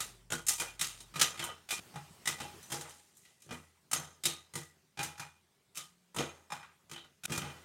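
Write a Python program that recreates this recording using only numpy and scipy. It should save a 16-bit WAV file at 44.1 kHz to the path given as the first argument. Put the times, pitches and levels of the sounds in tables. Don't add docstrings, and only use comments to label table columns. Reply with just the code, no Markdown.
import sys
import numpy as np
from scipy import signal
from scipy.fft import rfft, irfft
from scipy.io import wavfile
from scipy.ndimage import uniform_filter1d

SR = 44100
rng = np.random.default_rng(int(sys.argv[2]) if len(sys.argv) > 2 else 0)


def put_to_file(sound):
    columns = np.atleast_2d(sound).T
    safe = np.clip(columns, -1, 1)
    whole_steps = np.round(safe * 32767)
    wavfile.write(sys.argv[1], SR, whole_steps.astype(np.int16))


N = 337100
SIZE = 24576
BURST_T = np.arange(SIZE) / SR
BURST_HZ = np.fft.rfftfreq(SIZE, 1 / SR)


def gain_of(db):
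    return 10 ** (np.asarray(db) / 20)


def evened(x):
    return x / np.sqrt(np.mean(x ** 2) + 1e-20)


def read(points, hz):
    f, value = np.transpose(points)
    return np.interp(np.log(hz + 1), np.log(f + 1), value)


def add(mix, s, sound):
    part = mix[max(round(s * SR), 0):][:len(sound)]
    part += sound[:len(part)]


# (frequency [Hz], relative level [dB per Hz])
HISS_SPECTRUM = [(15, -58.5), (25, -27), (49, -15.5), (111, -6.5), (145, -6.5), (180, -5), (309, -16.5),
                 (394, -7.5), (503, -19), (560, -15), (1520, -18.5), (7110, -22.5), (9000, -22),
                 (10000, -26), (16000, -31)]
# (time [s], level [dB])
HISS_LEVEL = [(0, -52.5), (.3, -73), (1.1, -63), (1.68, -66.5), (1.8, -58), (2.2, -60.5), (2.6, -55.5),
              (2.999, -74), (3.401, -72.5), (3.898, -71), (4.499, -69.5), (4.948, -73), (5.601, -73.5),
              (6.1, -72.5), (6.901, -71.5), (7.25, -72.5), (7.3, -54.5), (7.64, -62)]


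def hiss():
    frames, hz = N // 256 + 5, np.fft.rfftfreq(1024, 1 / SR)
    real, imaginary, patches = rng.standard_normal((frames, 513, 3)).T
    patches = uniform_filter1d(patches, 10, axis=0)
    patches = evened(uniform_filter1d(patches, 8, axis=1))
    shape = gain_of(read(HISS_SPECTRUM, hz)[:, None] + 2.3 * patches)
    noise = signal.istft((real + 1j * imaginary) * shape, nperseg=1024, noverlap=768)[1]
    s, db = np.transpose(HISS_LEVEL)
    return evened(noise[:N]) * gain_of(np.interp(np.arange(N) / SR, s, db))


# (start [s], end [s], frequency [Hz], level [dB])
HUM_TONES = [(-.1, 1.17, 46.2, -58), (-.1, 1.17, 115.5, -66), (-.1, 0.313, 174, -74),
             (5.825, 6.173, 176.6, -73)]


def hum():
    t, out = np.arange(N) / SR, np.zeros(N)
    for start, end, hz, db in HUM_TONES:
        waver = evened(uniform_filter1d(rng.standard_normal(N), 3000))
        tone = np.sin(2 * np.pi * np.cumsum(hz * (1 + 0.014 * waver)) / SR)
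        fade = np.clip(np.minimum(t - start, end - t) / 0.051, 0, 1)
        out += gain_of(db) * tone * fade
    return out


def stand_swing(s, thump_db):
    pitch_hz, t60, rise_s = 83, 0.55, 0.085
    db = -10.5 + 0.82 * thump_db
    swing = np.sin(2 * np.pi * pitch_hz * (s + BURST_T))
    return gain_of(db - 60 * BURST_T / t60) * swing * (1 - np.exp(-BURST_T / rise_s))


def responses(modes, longest):
    hz, db, t60 = np.transpose(modes)[:, :, None]
    t60 = np.minimum(t60, longest / (1 + hz / 6000))
    return rfft(gain_of(db - 60 * BURST_T / t60) * np.sin(2 * np.pi * hz * BURST_T))


def struck(modes, near_hz, slope_db, least_db, chance_db):
    octaves = np.abs(np.log2(np.transpose(modes)[0] / near_hz))
    chance = chance_db * rng.standard_normal(len(modes)) * np.minimum(1, 8 * octaves)
    return gain_of(np.maximum(-slope_db * octaves, least_db) + chance)


def blows_of(per_s, db):
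    blows = (rng.random(SIZE) < per_s / SR) * rng.standard_normal(SIZE) * gain_of(db)
    blows[0] = 1
    return blows


# (frequency [Hz], level [dB], t60 before damping by the flakes [s])
PAN_MODES = [(116, -4, 0.12), (143.9, 1.5, 1), (157.8, 0.5, 0.75), (244.4, -2, 0.19), (307, -6.5, 0.02),
             (340.2, 1, 0.45), (385, -4, 0.055), (469.8, -3.5, 0.36), (526.3, -13.5, 0.045),
             (660, -16, 0.42)]


def pan_thump(tilt, pan_modes):
    blows = blows_of(150, -3.5 - 60 * BURST_T / 0.083)
    weights = struck(PAN_MODES, 152., 1.3, -10.5, 1.8)
    weights = weights * gain_of(read(tilt[:2], np.transpose(PAN_MODES)[0]) - 14.5)
    return irfft(rfft(blows) * (weights @ pan_modes)) * (1 - np.exp(-BURST_T / 0.011))


# (frequency [Hz], level [dB], t60 before damping by the flakes [s])
LID_MODES = [(828.6, -2, 0.18), (942, -1, 0.45), (1120, -25.5, 0.033), (1233, 0.5, 0.17), (1302, -5, 0.21),
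             (1457, 5.5, 0.029), (1594, -11.5, 0.36), (1951, 1, 0.17), (2020, -1.5, .12),
             (2437, -0.5, 0.08), (2490, -18, 0.14), (2715, -4, 0.085), (2910, -16.5, .12),
             (3040, 2.5, 0.36), (3191, 4.5, 0.048), (3490, 1.5, 0.3), (3747, 3.5, 0.16), (3994, 2, 0.3),
             (4500, -11, 0.11), (5230, 3, 0.17), (6000, 1.5, .08), (6520, 1, .08), (6310, -3, 0.24),
             (7090, -20.5, 0.12), (7250, 0, .07), (8700, 5, 0.065), (8770, -8.5, .06)]


def lid_ring(tilt, lid_modes, ring_hz, ring_db, low_ring_hz, body_db, t60):
    low_ring_db = -2.5 + 0.86 * body_db
    taps = blows_of(300, -7.5 - 60 * BURST_T / (1.2 * t60)) * (BURST_T < .3)
    high_ring = gain_of(ring_db) * struck(LID_MODES, ring_hz, 70., -17.0, 2.8)
    low_ring = gain_of(low_ring_db) * struck(LID_MODES, low_ring_hz, 120.0, -45.5, 0)
    dulling = gain_of(np.minimum(read(tilt[-2:], np.transpose(LID_MODES)[0]), 0))
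    return irfft(rfft(taps) * ((high_ring + low_ring) * dulling @ lid_modes))


HULL_SNAPS = [40, 85, 140]


def crackling():
    grains = rng.standard_normal(SIZE) * gain_of(1.7 * np.minimum(rng.exponential(1, SIZE), 5))
    cells = signal.stft(grains, nperseg=256)[2]
    patches = uniform_filter1d(rng.standard_normal(cells.shape), size=2, axis=0)
    patches = evened(uniform_filter1d(patches, size=5, axis=1))
    grains = signal.istft(cells * gain_of(2 * patches), nperseg=256)[1][:SIZE]
    grains[HULL_SNAPS] += gain_of(15.5) * rng.choice([-1., 1.], len(HULL_SNAPS))
    return grains


# (frequency [Hz], level [dB])
MIC_COLOUR = [(40, -26.5), (95, -15.5), (130, -0.5), (700, 3.5), (1300, 3.5), (3000, -2.5), (5000, -1),
              (7000, 2), (9000, 1), (10000, -1.5), (13000, -7), (15800, -15)]


def crack_and_scatter(tilt, lid_modes, crack_db, t60):
    humps = gain_of(3. * rng.standard_normal(len(lid_modes)) - 49.5) @ np.abs(lid_modes)
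    colour = gain_of(read(tilt, BURST_HZ) + read(MIC_COLOUR, BURST_HZ)) * (1 + humps)
    spectrum = rfft(crackling()) * colour
    scale = np.std(irfft(spectrum * (BURST_HZ > 1500) * (BURST_HZ < 5000)))
    dull = 1 / (1 + (BURST_HZ / 3000) ** 2)
    low, high = irfft(spectrum * dull) / scale, irfft(spectrum * (1 - dull)) / scale
    lumps = gain_of(1.8 * evened(uniform_filter1d(rng.standard_normal(SIZE), 160)))
    low_scatter = low * gain_of(-12.5 - 60 * BURST_T / (1.15 * t60))
    high_scatter = high * gain_of(-18.5 - 60 * BURST_T / t60)
    tear = gain_of(-60 * BURST_T / 0.0019)
    wall_return = gain_of(-5.5 - 60 * (BURST_T - .004) / 0.0018) * (BURST_T > .004)
    afterglow = gain_of(-11.5 - 60 * BURST_T / 0.083)
    crack = gain_of(crack_db) * (tear + wall_return + afterglow) * (high + 0.46 * low)
    return crack + lumps * (low_scatter + high_scatter)


def pop(s, row, lid_modes, pan_modes):
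    db, thump_db, thud_db, body_db, treble_db, ring_hz, low_ring_hz, ring_db, t60, crack_db = row
    t60 = max(t60, .03)
    swell = 1 - np.exp(-BURST_T / 0.00093)
    # (frequency [Hz], level [dB])
    tilt = [(150, thump_db + 15), (420, thud_db + 9.5), (1000, body_db + 0.5),
            (2700, 0.01), (8000, treble_db + 7.0)]
    noise = crack_and_scatter(tilt, lid_modes, crack_db, t60) * swell
    lid = lid_ring(tilt, lid_modes, ring_hz, ring_db, low_ring_hz, body_db, t60) * swell
    sound = noise + lid + pan_thump(tilt, pan_modes) + stand_swing(s, thump_db)
    return gain_of(db) * sound * np.minimum(1, (BURST_T[-1] - BURST_T) / 0.13)


# (time [s], strength [dB], thump [dB], thud [dB], body [dB], treble [dB], high lid pitch [Hz],
#  low lid pitch [Hz], high ring [dB], scatter t60 [s], crack [dB])
BURSTS = [(0.0034, -26.5, -57, -33, -14.5, -2.5, 3770, 1320, -15.5, 0.25, -20),
          (0.3201, -24.5, -15.5, -10.5, -6.5, -2.5, 3080, 1452, -17.5, 0.25, -35),
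          (0.4835, -21.5, -33, -39, -23, 2, 6240, 760, -11, 0.28, -5.5),
          (0.5984, -28, -24, -13.5, -16, -0.5, 2430, 1010, -6.5, 0.3, -4.5),
          (0.615, -31.5, -38, -11, -7, -17, 2220, 1415, -12, 0.32, -20),
          (0.8114, -22, -30, -30, -17, -6.5, 2660, 1290, -20, 0.37, -4),
          (1.0035, -42, -19, -19, -24, 1, 3770, 1230, -8, 0.15, -34),
          (1.1569, -33, -11, -10, -6, -7.5, 2280, 1250, -3.5, 0.95, -30),
          (1.2125, -11.5, -37, -26, -16.5, -9, 6000, 1280, -17, 0.22, -7),
          (1.3929, -25.5, -17, -22, -15.5, -16.5, 3420, 1120, -15, 0.31, -21),
          (1.4259, -38, -33, -17, 10, -12, 2910, 1380, 2.5, 0.28, -14),
          (1.4391, -44, -10.5, 0, 8, 18.5, 3080, 933, -20, 0.21, -8),
          (1.4887, -41.5, -59, 2, -2, -29, 3060, 1250, 0, 0.15, -20),
          (1.706, -22, -49, -34, -21.5, -5, 2430, 1190, -8, 0.27, -35),
          (1.793, -45.5, 6, 5, -3, -23, 2420, 790, -16, 0.35, -17),
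          (1.9565, -42, -0.5, -15, 7, -9, 2600, 855, -4.5, 0.29, -2.5),
          (2.2736, -20.5, -22, -26.5, -13.5, -6, 2120, 1150, -8, 0.23, -12.5),
          (2.4011, -33.5, -7.5, -12.5, -4, -9, 2620, 820, -8, 0.38, -10),
          (2.628, -53.5, -22, -26, -20, 11, 6000, 775, -1, 0.42, -19),
          (2.718, -26.5, -17, -12.5, -6, -2.5, 4900, 797, -17, 0.29, -18),
          (2.782, -48, -8, 1, -14, -22, 2420, 830, -18, 0.26, -20),
          (2.8099, -38.5, -31, -13, -7, -6, 2660, 826, -18, 0.44, -2),
          (2.8503, -43.5, -28, -15, 1, -20, 2100, 875, -18, 0.33, -15),
          (2.8931, -49.5, -17, -12, -14, -2, 2980, 885, -28, 1, -4),
          (3.1685, -61, -14, -21, -14, 10, 6500, 1310, -7, 0.87, -5),
          (3.2512, -51.5, -24, -24, -28, -15, 1980, 1240, -11, 0.42, -10),
          (3.2843, -62, -22, -31.5, -28, -14, 1950, 1260, -6, 0.15, -2),
          (3.4202, -55, -28.5, -21, -22, -4.5, 6340, 1270, -12, 0.68, 1),
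          (3.464, -61.5, 4, 7, -9, -15, 2420, 830, -20, 0.5, -20),
          (3.508, -35, -4, -6.5, -2.5, -15, 2560, 1130, -9, 0.29, -9),
          (3.524, -52.5, -8, -15.5, -1, 6, 2006, 1300, -3.5, 0.51, -6),
          (3.931, -27, -14.5, -17.5, -3, -2.5, 6800, 1160, -4.5, 0.34, 3),
          (3.982, -44, -8, -2, 6, -17, 3260, 1690, -7.5, 0.38, -17),
          (4.2535, -21.5, -21, -19, -18.5, -6, 3900, 1210, -12, 0.28, -1),
          (4.554, -32, -12, -10.5, -7.5, 0, 1830, 1150, -8, 0.29, -12),
          (4.9903, -27, -16.5, -21.5, -4, -15.5, 2430, 847, -9, 0.34, -8),
          (5.0297, -29.5, -20, -16.5, -11.5, -4, 3470, 1320, -22, 0.29, -3),
          (5.1957, -34, -15.5, -26.5, -3, -9.5, 2430, 868, -12.5, 0.31, -3),
          (5.7653, -40, -24.5, -25.5, -13.5, -6, 3300, 1227, -19, 0.22, -7),
          (5.7719, -33, -37.5, -27.5, -16.5, -4, 3340, 1218, -16.5, 0.28, -3.5),
          (6.1623, -37.5, -3.5, -2, 3, -5, 6600, 1010, -15, 0.59, 3),
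          (6.1844, -26.5, -17.5, -1, -9.5, -13, 6760, 1330, -3.5, 0.29, -8),
          (6.2055, -33.5, -18, -4.5, -7, -23, 2390, 815, -5.5, 0.32, 7),
          (6.5195, -33.5, -16, -21, 5.5, -9.5, 2420, 785, -4, 0.3, -7.5),
          (6.6281, -43, -26, -28.5, -2, -23, 2420, 1620, -14, 0.3, -8),
          (6.9133, -35.5, -18, -14.5, -13.5, -10.5, 2900, 1215, -15, 0.28, -8),
          (6.9602, -42.5, -33.5, -13.5, -10, -19.5, 3250, 1670, -0.5, 0.21, -22),
          (6.9781, -43.5, -27, -33, -21.5, -22, 3750, 1560, -2.5, 0.2, -21),
          (7.044, -50, -18, -9, -8, -15, 2920, 1410, -19, 0.22, -10),
          (7.2527, -23, -18.5, -20.5, -16, -2, 2430, 1470, -18, 0.26, -23),
          (7.2966, -38.5, -1, -0.5, -4, -12, 2100, 1170, -16, 0.31, -18),
          (7.3135, -45.5, 1.5, 6.5, -12, -19, 2420, 1180, -20, 0.2, -16),
          (7.32, -27.5, -22, -28, -11, -8, 2385, 1580, -5, 0.44, -22),
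          (7.3761, -41.5, 2, -3, -5, -9, 2800, 826, -2, 0.6, 16),
          (7.417, -39.5, 0, -15, -2.5, -23, 2540, 1190, -22, 0.47, 8.5),
          (7.452, -45, -20, -3, -2, -19, 1837, 1400, -14, 0.78, -7)]
TAIL_BREAKS = [1.8, 7.261]


def popping():
    lead_s, lead_db = .0175, -10
    mix, lead = np.zeros(N), round(lead_s * SR)
    lid_modes, pan_modes = responses(LID_MODES, .11), responses(PAN_MODES, .26)
    for s, *row in BURSTS:
        sound = pop(s, row, lid_modes, pan_modes)
        early = sound[:lead] * gain_of(lead_db - 2.7 * np.arange(lead) / lead)
        left = min([b - s for b in TAIL_BREAKS if b > s] + [1])
        add(mix, s, sound * np.clip((left - BURST_T) / 0.002, 0, 1))
        add(mix, s - lead_s, early * (s > lead_s))
    return mix


def scene():
    return (hiss() + hum() + popping())[None]


def record(dry):
    thin = signal.sosfilt(signal.butter(N=2, Wn=55., btype="high", fs=SR, output="sos"), dry)
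    band_limit = signal.firwin(511, 16100, window=("kaiser", 9), fs=SR)
    return signal.oaconvolve(thin, band_limit[None], "same")


dry = scene()
out = record(dry)
put_to_file(out)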